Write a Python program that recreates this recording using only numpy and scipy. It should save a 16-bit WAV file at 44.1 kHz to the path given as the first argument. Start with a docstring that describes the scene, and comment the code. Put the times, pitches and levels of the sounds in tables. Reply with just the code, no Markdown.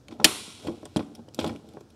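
"""A plastic bumper cover is worked loose by hand in a hard-walled workshop, over a faint floor of shaped noise.
Faint knocks (struck panel modes) and ticks (rattled clip modes) lead to a snap at 0.24 s that overloads the input.
The flexing panel rumbles and scuffs throughout (random slips through the same modes); rumble swells near 0.23,
0.66 and 1.43 s, scuff near 0.4 and 1.43 s. More knocks follow, hard at 0.96 s and in a flurry from 1.39 to 1.5 s;
sparse ticks end it. Close echoes and a longer hall tail (decaying noise) follow every blow."""
import sys
import numpy as np
from scipy import signal
from scipy.fft import rfft, irfft
from scipy.io import wavfile

SR = 44100
rng = np.random.default_rng(int(sys.argv[2]) if len(sys.argv) > 2 else 0)


def invert_db(x):
    """Field ratio 10**(x/20) for x, a level in decibels (scalar or array-like)."""
    u = np.asarray(x, float) / 20
    return 10 ** u


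def inscribe(sig):
    """Save sig as 16-bit PCM at rate SR to the path in sys.argv[1].

    A 1-D sig is mono; a 2-D sig holds one channel per row.
    Samples are clipped to [-1, 1] before scaling.
    """
    pcm = np.round(np.clip(np.atleast_2d(sig).T, -1, 1) * 32767)
    wavfile.write(sys.argv[1], SR, pcm.astype(np.int16))


N = 85995

# panel modes: f/Hz, level/dB
PANEL_MODES = [(78, -19.5), (104, -16), (178, -13.5), (227, -2), (289, -2.5), (335, -1), (440, 3),
               (520, -0.5), (615, 1), (735, 2.5), (850, 0.5), (945, -4.5), (1045, -8), (1440, -15.5)]
# broad resonances of clips and grille: f/Hz, level/dB
CLIP_MODES = [(1000, -15), (1500, -15), (1950, -13.5), (2500, -5.5), (3000, -1), (3500, 1), (4300, -1),
              (5550, -3), (7300, -2.5), (9200, -4), (11300, -6), (14000, -12)]
CLIP_PIVOT_HZ, CLIP_T60_SLOPE = 4000, -0.56  # slope: power of frequency


def table(rows):
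    """Columns of a table."""
    return np.array(rows, float).T


def conv(a, b):
    """Convolution cut to N samples."""
    return signal.fftconvolve(a, b)[:N]


def log_bins():
    """Log frequency of the rfft bins, counted from one to avoid log 0."""
    return np.log(np.arange(1, N // 2 + 2) * SR / N)


def highpass(x, order, hz):
    """Butterworth high-pass."""
    return signal.sosfilt(signal.butter(order, hz, "high", fs=SR, output="sos"), x)


def add(out, start_s, x, peak_db):
    """Mix x in at start_s, its peak scaled to peak_db."""
    i = int(start_s * SR)
    out[i:i + len(x)] += (x * invert_db(peak_db) / np.abs(x).max())[:N - i]


def ring(modes, pivot_hz, t60_s, slope, tilt_db, scatter_db=0., chance=(0, 0), favoured_hz=None):
    """Struck body: decaying sines, each with its own gain and detune; t60_s holds at pivot_hz.

    Neighbouring modes oppose in sign; a favoured mode puts all in step and is lifted."""
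    detune = .015  # rms, fraction of f
    favour_db, favour_oct = 7.5, .17
    hz, db = table(modes)
    t = np.arange(int(.2 * SR))[:, None] / SR
    gain = invert_db(db + scatter_db * chance[0] + tilt_db * np.log2(hz / pivot_hz))
    if favoured_hz:
        distance = np.log2(hz / favoured_hz) / favour_oct
        gain = gain * invert_db(favour_db * np.exp(-distance ** 2))
    else:
        gain = gain * (-1.) ** np.arange(len(hz))
    sines = np.sin(2 * np.pi * hz * (1 + detune * chance[1]) * t)
    decay = np.exp(-np.log(1000) * t / (t60_s * (hz / pivot_hz) ** slope))
    return (sines * decay) @ gain


def rattle(noise, decay_ms):
    """Contact chatter: noise with an exponential decay."""
    return noise * np.exp(-np.arange(len(noise)) / SR * 1000 / max(decay_ms, .1))


def floor():
    """Steady air and distant machinery: Gaussian noise shaped in frequency."""
    # floor spectrum: f/Hz, relative level/dB
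    floor_rows = [(15, -35.5), (25, -18.5), (92, 9.5), (317, 0.5), (1130, -17), (1400, -14), (2110, -27.5),
                  (2350, -24.5), (5570, -22.5), (16000, -41)]
    rms_db = -55
    hz, db = table(floor_rows)
    shape = invert_db(np.interp(log_bins(), np.log(hz), db))
    x = irfft(rfft(rng.standard_normal(N)) * shape, N)
    return x / x.std() * invert_db(rms_db)


def hall(x):
    """Diffuse tail: overlapping bands of noise, each dying at its own rate."""
    # hall bands: f/Hz, level/dB, t60/s
    hall_rows = [(100, -15, 0.17), (253, -6, 0.38), (585, -20, 0.65), (1420, -15.5, 0.44),
                 (3200, -23.5, 0.9), (7560, -21.5, 0.84), (10100, -14, 0.8), (11210, -14.5, 0.41),
                 (14000, -26, .5)]
    delay_s, rise_ms = .0065, 2.5
    late_s = np.maximum(np.arange(N) / SR - delay_s, 0)
    spectrum = rfft(rng.standard_normal(N))
    log_hz = np.log(table(hall_rows)[0])
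    tail = 0
    for (_, db, t60_s), share in zip(hall_rows, np.eye(len(hall_rows))):
        decay = np.exp(-np.log(1000) * late_s / t60_s)
        env = decay * (1 - np.exp(-late_s * 1000 / rise_ms))
        band = irfft(spectrum * np.interp(log_bins(), log_hz, share), N)
        tail = tail + band * env * invert_db(db) / np.sqrt(np.sum(env ** 2))
    return conv(x, tail)


def near(x):
    """Dense close echoes from the floor and engine bay: a short decaying noise tail."""
    energy_db, t60_s = -9, .04
    n = SR // 4
    tail = rng.standard_normal(n) * np.exp(-np.log(1000) * np.arange(n) / SR / t60_s)
    return conv(x, tail * invert_db(energy_db) / np.sqrt(np.sum(tail ** 2)))


def panel(*how):
    """Panel modes driven by a soft half-sine contact; higher modes die sooner."""
    pivot_hz, t60_s, t60_slope, contact_ms = 300, 0.078, -0.76, 0.35
    force = np.sin(np.pi * np.minimum(np.arange(256) / (contact_ms * SR / 1000), 1))
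    return np.convolve(ring(PANEL_MODES, pivot_hz, t60_s, t60_slope, *how), force)


def clips(*how):
    """Small hard parts: short, broad resonances."""
    t60_s = 0.0035
    return ring(CLIP_MODES, CLIP_PIVOT_HZ, t60_s, CLIP_T60_SLOPE, *how)


def grains(per_s, mean_size_db, body, time_s, rms_db):
    """Random slips, sizes exponential in dB and either sign, ring a body under a level curve."""
    c = rng.random((N, 3))
    happens = c[:, 0] < per_s / SR
    size = invert_db(-mean_size_db * np.log(1 - c[:, 1]))
    sign = np.sign(c[:, 2] - .5)
    x = conv(happens * size * sign, body)
    return x / x.std() * invert_db(np.interp(np.arange(N) / SR, time_s, rms_db))


def flexing():
    """The loaded panel slips on its mounts: dull rumble in the panel, fine scuff in the clips."""
    # hand load on the panel: t/s, rumble level/dB, scuff level/dB
    flex_rows = [(0, -72, -80), (.07, -69, -84), (.125, -42.5, -60), (.18, -55.5, -72), (.23, -37, -57),
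                 (.4, -55, -47.5), (.6, -63, -53), (.66, -39, -51.5), (.74, -47, -59.5), (.9, -70.5, -64.5),
                 (1.02, -55.5, -58.5), (1.09, -54.5, -69.5), (1.19, -47.5, -69), (1.26, -59.5, -97.5),
                 (1.37, -56.5, -63), (1.43, -31.5, -44.5), (1.52, -38.5, -56.5), (1.63, -60, -71),
                 (1.69, -51.5, -67), (1.76, -50.5, -68), (1.85, -74, -81), (1.95, -63, -73)]
    time_s, rumble_db, scuff_db = table(flex_rows)
    rumble_tilt_db, scuff_tilt_db = -3.5, -4  # per octave
    rumble = grains(700, 2.5, panel(rumble_tilt_db), time_s, rumble_db)
    scuff = grains(1800, 1.5, clips(scuff_tilt_db), time_s, scuff_db)
    return rumble + scuff


def knocks():
    """Blows on the panel: one impulse plus brief chatter rings its modes, one mode favoured."""
    # knocks on the mounts: t/s, peak before high-pass/dB, tilt/(dB/octave), favoured f/Hz
    knock_rows = [(0.087, -40, 1, 615), (0.1241, -38, -7, 335), (0.199, -19, -2, 227),
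                  (.214, -25.5, 4, 945), (0.244, -10.5, 11.5, 990), (.249, -6.5, 1, 615),
                  (0.479, -36, 1, 227), (0.648, -33, 3, 450), (0.67, -22, -4, 178), (0.684, -19, -2.5, 335),
                  (.698, -27.5, -3, 227), (0.756, -39, -13, 289), (0.8306, -29, -7, 615),
                  (0.857, -28.5, 7, 960), (0.9617, -9, -5.5, 229.4), (.978, -20, -5, 226),
                  (0.9935, -17, -6, 945), (1.007, -21, 4, 227), (1.1193, -44, -5.5, 443),
                  (1.1933, -34.5, 2, 227), (1.283, -34, 1, 520), (1.389, -13, 1, 430), (1.4, -31, -12, 335),
                  (1.413, -34, -8, 337), (1.4433, -14, 2.5, 440), (1.456, -17.5, -4.5, 333),
                  (1.474, -20.5, 0, 227), (1.499, -25, -15, 735), (1.554, -32, -7, 285.5),
                  (1.7706, -26, 2.5, 1050), (1.81, -34.5, -6.5, 335)]
    scatter_db, chatter_db, settle_ms = 1.5, -24.5, 8.2
    blow_low_hz = 150  # a blow on one spot moves little air below this
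    out = np.zeros(N)
    chances = rng.standard_normal((len(knock_rows), 2, len(PANEL_MODES)))
    noises = rng.standard_normal((len(knock_rows), 1024))
    for (start_s, peak_db, tilt_db, hz), chance, noise in zip(knock_rows, chances, noises):
        strike = np.r_[1, invert_db(chatter_db) * rattle(noise, settle_ms)]
        add(out, start_s, conv(panel(tilt_db, scatter_db, chance, hz), strike), peak_db)
    return highpass(out, 2, blow_low_hz)


def crest(x):
    """Peak over root energy."""
    return np.abs(x).max() / np.sqrt(np.sum(x ** 2))


def ticks():
    """Short dying rattles ring the clips; the snap is the hardest and rings on.

    Returns the sound towards the microphone and, at equal energy per tick, the smoother
    average over all directions that fills the hall."""
    # tabs and clips ticking: t/s, peak/dB, tilt/(dB/octave), rattle decay/ms
    tick_rows = [(0.0832, -35, -6.5, 2.4), (0.1092, -40, -9, 13), (0.1233, -37, -9, 3.9),
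                 (0.2002, -32.5, -10, 3.0), (0.671, -26.5, -6.5, 5), (0.854, -33, -1.5, 3.1),
                 (0.961, -23.5, -3.5, 7.2), (0.967, -23, -3.5, 4.8), (0.9926, -32.5, -7.5, 7.8),
                 (1.0251, -44, -8.5, 5.7), (1.1506, -38.5, 1, 4.6), (1.286, -42, -6.5, 2.3),
                 (1.338, -50, -3, 3.0), (1.3454, -28.5, 4, 2.9), (1.3904, -19.5, -6.5, 4.5),
                 (1.3986, -27.5, -1.5, 9), (1.4098, -26.5, -9.5, 9), (1.4443, -22.5, -6.5, 1.85),
                 (1.4626, -30, -6, 12), (1.4756, -29.5, -2.0, 3.8), (1.4926, -32, -11.5, 6.5),
                 (1.5604, -38.5, -4, 1.7), (1.6881, -46, 0, 3.2), (1.7358, -51, 1, 2.6),
                 (1.807, -46, 0.5, 4.6), (1.902, -53, 0, 4.5)]
    snap_row = (.2438, 12, -2, 3.5)
    scatter_db = 2.2
    snap_ring_db, snap_ring_t60_s = -5.5, .05
    rows = [snap_row] + tick_rows
    out, around = np.zeros(N), np.zeros(N)
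    chances = rng.standard_normal((len(rows), 2, len(CLIP_MODES)))
    noises = rng.standard_normal((len(rows), 2048))
    for (start_s, peak_db, tilt_db, decay_ms), chance, noise in zip(rows, chances, noises):
        direct = conv(clips(tilt_db, scatter_db, chance), rattle(noise, decay_ms))
        mean = clips(tilt_db)
        add(out, start_s, direct, peak_db)
        add(around, start_s, mean, peak_db + 20 * np.log10(crest(mean) / crest(direct)))
    # the freed clip rings on in four middle modes
    freed = ring(CLIP_MODES[3:7], CLIP_PIVOT_HZ, snap_ring_t60_s, CLIP_T60_SLOPE, 0)
    add(out, snap_row[0], freed, snap_ring_db)
    return out, around


def scene():
    """Bumper, close echoes, hall and floor, summed to one channel."""
    low_hz = 60  # the panel is too small to radiate below this
    body = knocks() + flexing()
    hard, around = ticks()
    body = highpass(body, 4, low_hz)
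    return (body + hard + near(body + hard) + hall(body + around) + floor())[None]


def band_limit(x):
    """A steep low-pass at the top of the band."""
    return signal.sosfilt(signal.butter(12, 16460, fs=SR, output="sos"), x)


def record(dry):
    """The input saturates smoothly on loud peaks, then a steep low-pass cuts the top."""
    overload, knee, top_hz = .57, 5., 15600  # overload: amplitude limit
    x = dry / (1 + np.abs(dry / overload) ** knee) ** (1 / knee)
    x = signal.sosfilt(signal.ellip(6, .2, 40, top_hz, fs=SR, output="sos"), x)
    return band_limit(x)


dry = scene()
out = record(dry)
inscribe(out)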